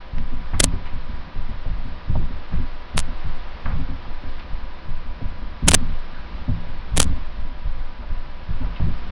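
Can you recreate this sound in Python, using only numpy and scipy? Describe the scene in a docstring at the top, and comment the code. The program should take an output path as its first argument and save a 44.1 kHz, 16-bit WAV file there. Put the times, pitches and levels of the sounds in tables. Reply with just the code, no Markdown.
"""Dull thumps and soft scuffs: someone in socks dances and stomps on a carpeted wooden bedroom floor.
Each step sways the floor beams, thuds in the boards and booms in the small room; socks rub the carpet.
The hardest stomps crackle: they overload the converter that turns sound into numbers in a nearby webcam.
A faint hum and hiss go on throughout."""
import sys
import numpy as np
from scipy.fft import rfft, irfft, next_fast_len
from scipy.io import wavfile
from scipy.ndimage import uniform_filter1d, map_coordinates

SR = 44100
rng = np.random.default_rng(int(sys.argv[2]) if len(sys.argv) > 2 else 0)


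def unload_wav(signal):
    """Save mono or channel-first audio to the path in sys.argv[1] as 16-bit WAV at rate SR, clipped to [-1, 1]."""
    wavfile.write(
        sys.argv[1],
        SR,
        np.round(np.clip(np.atleast_2d(signal).T, -1, 1) * 32767).astype(np.int16),
    )


N = 401751


def amp(db):
    """Turn decibels into a number to multiply a sound by."""
    return 10 ** (np.asarray(db) / 20)


def unit(x):
    """Scale a sound so that its average size (rms) is 1."""
    return x / np.sqrt(np.mean(x ** 2) + 1e-20)


def wobble(rate, n=N):
    """A smooth random curve, n samples long, through rate random values a second."""
    return map_coordinates(rng.standard_normal(int(n * rate / SR) + 4), [np.arange(n) * rate / SR])


def coloured(x, points):
    """Make some pitches louder and others softer, following points of (pitch [Hz], level [dB])."""
    size = next_fast_len(len(x) + 8192)
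    hz, db = np.transpose(points)
    gain = amp(np.interp(np.log(np.fft.rfftfreq(size, 1 / SR) + 1), np.log(hz), db))
    return irfft(rfft(x, size) * gain, size)[:len(x)]


def noise(points, n):
    """Make n samples of noise with the given tone colour and an average size of 1."""
    return unit(coloured(rng.standard_normal(n), points))


def add(track, start, x):
    """Mix x into the track at a start time in seconds."""
    i = max(round(start * SR), 0)
    track[i:i + len(x)] += x[:max(len(track) - i, 0)]


def swell(t, rise):
    """A soft start from 0 to 1, mostly done after rise seconds."""
    return 1 - np.exp(-(t / rise) ** 2)


def hiss_and_hum():
    """A dull hiss and a few slightly unsteady tones, like those of a computer fan."""
    # tone colour of the hiss: (pitch [Hz], relative level [dB])
    hiss_colour = [(190, -22.5), (330, -2), (429, -7.5), (521, -2), (564, -8), (586, 0.5), (634, -7.5),
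                   (695, -3), (927, -4.5), (1000, -2.5), (1270, -5.5), (1540, -6.5), (4010, -15),
                   (5270, -22), (7500, -58.5), (9750, -87), (16500, -120)]
    # slow drift of the hiss: (time [s], relative level [dB])
    hiss_drift = [(0.0, -46.5), (0.63, -44.5), (2.92, -44.5), (3.2, -42.5), (5.35, -46), (5.76, -44),
                  (7.15, -44.5), (7.48, -46.5), (8.22, -46), (9.11, -42.5)]
    # tones of the hum: (pitch [Hz], level [dB])
    fan_tones = [(236.9, -63.5), (300, -63.5), (527.6, -60), (602.9, -60.5), (979.6, -54), (1206, -59),
                 (1507, -67), (1658, -63.5), (1884, -74.5)]
    t = np.arange(N) / SR
    hiss_db = np.interp(t, *np.transpose(hiss_drift)) + .5 + .3 * wobble(9)
    hiss = amp(hiss_db) * noise(hiss_colour, N)
    hum = np.zeros(N)
    for hz, db in fan_tones:
        peak = np.sqrt(2) * amp(db + .65 * wobble(4))
        hum += peak * np.sin(2 * np.pi * hz * t + .7 * wobble(9))
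    return hiss + hum


def touches():
    """The ball of the foot lands, then the heel; list both as (time [s], force [dB], hardness [dB])."""
    # the dance steps: (time [s], force [dB], hardness [dB], heel delay [s], heel force [dB])
    steps = [(.13, -32, -10, 0.055, -33.5), (.172, -29, -5, 0.15, -30.5), (.534, -23, -1.5, .1, -21),
             (.594, -21.5, -2, .14, -26.5), (.93, -30.5, -3, 0.16, -35.5), (1.351, -30, -6, 0.14, -34),
             (1.663, -27, -7, 0.19, -33), (2.083, -20.5, -7, 0.11, -31), (2.155, -19.5, -1, 0.15, -35),
             (2.523, -21.5, -10, .061, -30), (2.949, -19.5, -5, .13, -37), (3.245, -29, -11, .12, -48),
             (3.655, -25, -2, 0.14, -27), (3.721, -23, -10, 0.17, -29.5), (4.07, -39.5, 3.5, .169, -35),
             (4.521, -35.5, -7, 0.095, -46), (4.87, -30, -12, 0.19, -42.5), (5.219, -28.5, 3, 0.2, -41),
             (5.629, -19.5, 2, 0.1, -19.5), (5.67, -15.5, 1, .14, -28), (5.89, -31, 5, .24, -46),
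             (6.485, -18, 6, 0.2, -47), (6.67, -36.5, -8, .12, -55), (6.925, -24.5, -11, 0.12, -27.5),
             (6.975, -17.5, 3, 0.12, -31), (7.055, -23.5, -8.5, 0.11, -42), (7.38, -37, -8, 0.11, -53),
             (7.649, -37, -15, 0.12, -52), (7.761, -41, -12.5, 0.23, -44), (8.1, -31, -6, 0.11, -56.5),
             (8.489, -27.5, -10, .12, -26), (8.805, -18.5, -2.5, 0.063, -24)]
    early_s = .008  # each touch sounds a moment before its listed time
    heel_hardness_db = 5.5  # the bony heel knocks more than the ball
    balls = [(time - early_s, force, hardness) for time, force, hardness, _, _ in steps]
    heels = [(time + delay - early_s, force, heel_hardness_db) for time, _, _, delay, force in steps]
    return balls + heels


def strength(blow, usual_db, per_force, per_hardness):
    """How strong one part of a step sounds, for a blow of (force [dB], hardness [dB])."""
    force_db, hardness_db = blow
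    ordinary_force_db = -28.5
    return amp(usual_db + per_force * (force_db - ordinary_force_db) + per_hardness * hardness_db)


def ring(tones, t, rise, scatter_db):
    """Struck tones die away, 60 dB in their fade time; each blow hits a new spot, so their mix varies."""
    hz, db, fade = np.transpose(tones)[:, :, None]
    size, detune, side = rng.standard_normal((3, len(tones), 1))
    waves = np.sign(side) * np.sin(2 * np.pi * hz * (1 + .033 * detune) * t)
    levels = amp(db + scatter_db * size - 60 * t / fade)
    ringing = swell(t, rise) * np.sum(levels * waves, axis=0)
    loudest = np.sqrt(uniform_filter1d(ringing ** 2, size=SR // 25).max())  # over 40 ms
    return ringing / loudest


def footfalls():
    """Steps over a constant low rumble; carpet softens each blow, so floor and room ring only low."""
    # the next four are the tones a step sets ringing: (pitch [Hz], relative level [dB], fade time [s])
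    beam_tones = [(9.9, -0.5, .8), (16.045, 0.5, 0.84), (25.2, -8.5, 0.36), (33.2, -13.5, .3),
                  (40.95, -6, 0.45)]  # slow sway of the beams under the floor
    board_tones = [(46.5, -4, 0.18), (53.3, -8, 0.2), (62.57, 0.5, 0.34), (79.44, -0.5, 0.38),
                   (88.5, -3, .22), (97.3, -2, 0.31), (113, -3.5, .2), (124.8, -7.5, .2)]  # thud of the floorboards
    room_tones = [(131, -4.5, 0.063), (141.5, -6.5, 0.19), (157.4, -2, 0.4), (172.7, -5.5, 0.44),
                  (203.7, -7.5, .2)]  # boom of the air in the room
    knock_tones = [(210.1, -5.5, 0.17), (230, 0, 0.16), (243.6, -3, 0.27), (266.5, -4, 0.32),
                   (291.5, -10.5, 0.22), (349, -14.5, 0.18), (387.7, -18, 0.22)]  # hollow knock, strongest under a hard blow
    # dull slap of a sole on carpet: (pitch [Hz], relative level [dB])
    slap_colour = [(25, -15), (50, -8.5), (110, 5), (190, -7), (280, -17.5), (450, -24), (900, -35),
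                   (2000, -52), (5000, -90)]
    # tone colour of the rumble: (pitch [Hz], relative level [dB])
    rumble_colour = [(8, -1.5), (13, 14), (25, -9), (36, -7.5), (48, -1.5), (62, -4.5), (80, -11),
                     (110, -23), (160, -17), (240, -21), (330, -30), (500, -68), (3000, -120)]
    sway, thuds = np.zeros(N), np.zeros(N)
    t = np.arange(int(.7 * SR)) / SR
    for time, force, hardness in touches():
        blow = (force, hardness)
        knock_rise = .0082 * 2 ** (-hardness / 22)  # a harder blow starts more sharply
        beams = ring(beam_tones, t, rise=.019, scatter_db=3)
        boards = ring(board_tones, t, rise=.015, scatter_db=3)
        boom = ring(room_tones, t, rise=.014, scatter_db=.5)
        knock = ring(knock_tones, t, rise=knock_rise, scatter_db=5.5)
        slap = amp(-60 * t / .3) * swell(t, rise=.0075) * noise(slap_colour, len(t))
        add(sway, time, beams * strength(blow, usual_db=-16.5, per_force=.35, per_hardness=-.35))
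        add(thuds, time, boards * strength(blow, usual_db=-30.5, per_force=.8, per_hardness=-.046))
        add(thuds, time, boom * strength(blow, usual_db=-39.5, per_force=1.15, per_hardness=-.16))
        add(thuds, time, knock * strength(blow, usual_db=-40, per_force=.7, per_hardness=1))
        add(thuds, time, slap * strength(blow, usual_db=-35.5, per_force=1.1, per_hardness=-.1))
    rumble = amp(-31.5 + 2.4 * wobble(6.4)) * noise(rumble_colour, N)
    deep = sway + rumble
    microphone_limit = .22  # the deepest pressure swings flatten here
    flattened = deep / (1 + (deep / microphone_limit) ** 4) ** (1 / 4)
    return flattened + thuds


def rub(centre_hz, octaves, rise, fade):
    """One short, grainy brush of cloth over carpet fibres: noise gathered around one pitch."""
    # tone colour of the carpet fibres: (pitch [Hz], relative level [dB])
    carpet_colour = [(150, -12.5), (400, 8), (2600, 2), (4000, -5.5), (5500, -9.5), (6300, -26),
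                     (6900, -73), (7500, -120)]
    t = np.arange(SR // 3) / SR
    band = [(centre_hz * 2 ** (k * octaves), -4 * k * k) for k in range(-4, 5)]
    grainy = amp(3.1 * wobble(180, len(t))) * noise(band, len(t))
    return amp(-60 * t / fade) * swell(t, rise) * unit(coloured(grainy, carpet_colour))


def sock_scuffs():
    """Every touch of a foot brushes the carpet; there are also soft scuffs and one short, dry tick."""
    # a dry tick, then soft scuffs:
    # (time [s], level [dB], rise time [s], fade time [s], pitch [Hz], width [octaves])
    tick_and_scuffs = [(.1825, -25, .0005, .015, 2600, 1.5), (.533, -27, 0.0033, 0.13, 1090, .7),
                       (.85, -32.5, 0.014, 0.18, 1970, 1), (1.652, -36, 0.005, .1, 603, .55),
                       (2.151, -31.5, .002, 0.099, 760, .42), (2.5, -35, .03, .28, 1100, 1),
                       (3.656, -27.5, 0.0016, 0.16, 1010, 0.8), (3.685, -33.5, .007, .25, 1100, .8),
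                       (4.048, -33.5, 0.0042, 0.081, 1000, .4), (4.38, -39.5, .011, 0.234, 2300, .9),
                       (5.205, -37.5, .004, 0.094, 550, 0.66), (6.135, -39.5, .011, 0.39, 1540, 0.16),
                       (6.477, -37, .004, .1, 500, .75), (8.02, -40, .008, .15, 800, .6),
                       (8.61, -36.5, .015, 0.25, 750, .8), (8.755, -37.5, 0.0056, .15, 2680, 0.54),
                       (8.799, -30.5, .001, .06, 615, .62)]
    scuffs = np.zeros(N)
    for time, *blow in touches():
        brush = rub(centre_hz=590, octaves=.55, rise=.012, fade=.1)
        add(scuffs, time, brush * strength(blow, usual_db=-42.5, per_force=.5, per_hardness=.25))
    for time, db, rise, fade, centre_hz, octaves in tick_and_scuffs:
        add(scuffs, time, amp(db) * rub(centre_hz, octaves, rise, fade))
    return scuffs


def overload_crackle(pressure):
    """At the listed times the overloaded converter flips to its opposite limit; each flip is a click."""
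    # overloads, from lone ticks to runs of flips: (time [s], length [s], relative jump size [dB])
    overloads = [(0.6017, 0.00068, 0), (.6023, .0035, -2.2), (0.634, 0.0012, -13), (0.6389, 0, -10),
                 (.6408, 0.0024, -1), (.658, 0, -24), (2.9726, 0, -10), (2.9788, .0001, 1.5),
                 (2.9918, 0, 1.5), (3.002, 0, -6), (5.678, 0.00024, -5.5), (5.6831, 0.0061, 0),
                 (5.6915, 0.00097, -4), (5.7116, 0, -1), (5.7175, .0001, 2.5), (5.7358, 0.0006, -1.5),
                 (5.7424, 0.0076, 0.96), (6.9668, 0.00035, -14), (6.9725, 0, 4), (6.978, 0.00062, -1.5),
                 (7.0008, 0.003, 0), (7.018, 0, 1.5), (7.0291, 0, 3), (7.0422, 0, -13.5)]
    # tone colour of the clicks: (pitch [Hz], relative level [dB])
    click_colour = [(100, -1), (400, -4), (700, -0.5), (1200, 0), (1700, -4), (3200, 0), (5200, -4.5),
                    (8000, 1), (10600, -3), (11300, -18.5), (13000, -24.5), (15800, -24.5), (16800, -39.5)]
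    # tone colour of a brief, faint hiss around each click: (pitch [Hz], relative level [dB])
    hiss_colour = [(300, -9.5), (2000, 0), (4500, 0), (6200, -3), (8000, -1.5), (10700, -0.5), (11200, -14),
                   (12000, -19), (12600, -46.5), (16000, -68)]
    held_samples, flip_share, rebound = 3, .52, .071
    flips = np.zeros(N // 2 + 1)  # the converter runs at half the sample rate
    hiss = np.zeros(N)
    hiss_shape = np.hanning(int(.021 * SR))
    for time, length, jump_db in overloads:
        n = 1 + round(abs(length) * SR / 2)
        held = np.arange(n) < held_samples  # a run sticks at first, then chatters
        chatter = rng.permutation(n) / n < flip_share
        run = np.convolve(held | chatter, [-rebound, 1, -rebound])  # a flip's neighbours spring back
        opposite = -np.sign(pressure[round(time * SR)])
        add(flips, time / 2, opposite * amp(jump_db) * run)
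        hiss_db = -32 + .73 * jump_db + 8 * np.log10(n)  # louder around bigger, longer crackles
        burst = amp(hiss_db) * hiss_shape * noise(hiss_colour, len(hiss_shape))
        add(hiss, time + (n - len(burst) / 2) / SR, burst)  # centred on the run
    clicks = np.zeros(N)
    clicks[::2] = 2 * (flips - uniform_filter1d(flips, size=71))  # keep the wave centred on zero
    return coloured(clicks, click_colour) + hiss


def scene():
    """Mix steps, scuffs, crackle, hiss and hum into one channel."""
    feet = footfalls()
    return (feet + sock_scuffs() + overload_crackle(feet) + hiss_and_hum())[None]


def record(dry):
    """The webcam cuts off swings that are too big and drops the highest treble."""
    limit, edge_s, top_hz = .85, .006, 16400
    t = np.arange(N) / SR
    # the sound fades in and out over a few milliseconds, so its ends do not click
    faded = np.clip(dry, -limit, limit) * swell(t, edge_s) * swell(t[::-1], edge_s)
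    size = next_fast_len(N + 8192)
    treble_cut = 1 / (1 + (np.fft.rfftfreq(size, 1 / SR) / top_hz) ** 120)
    return irfft(rfft(faded, size) * treble_cut, size)[:, :N]


dry = scene()
out = record(dry)
unload_wav(out)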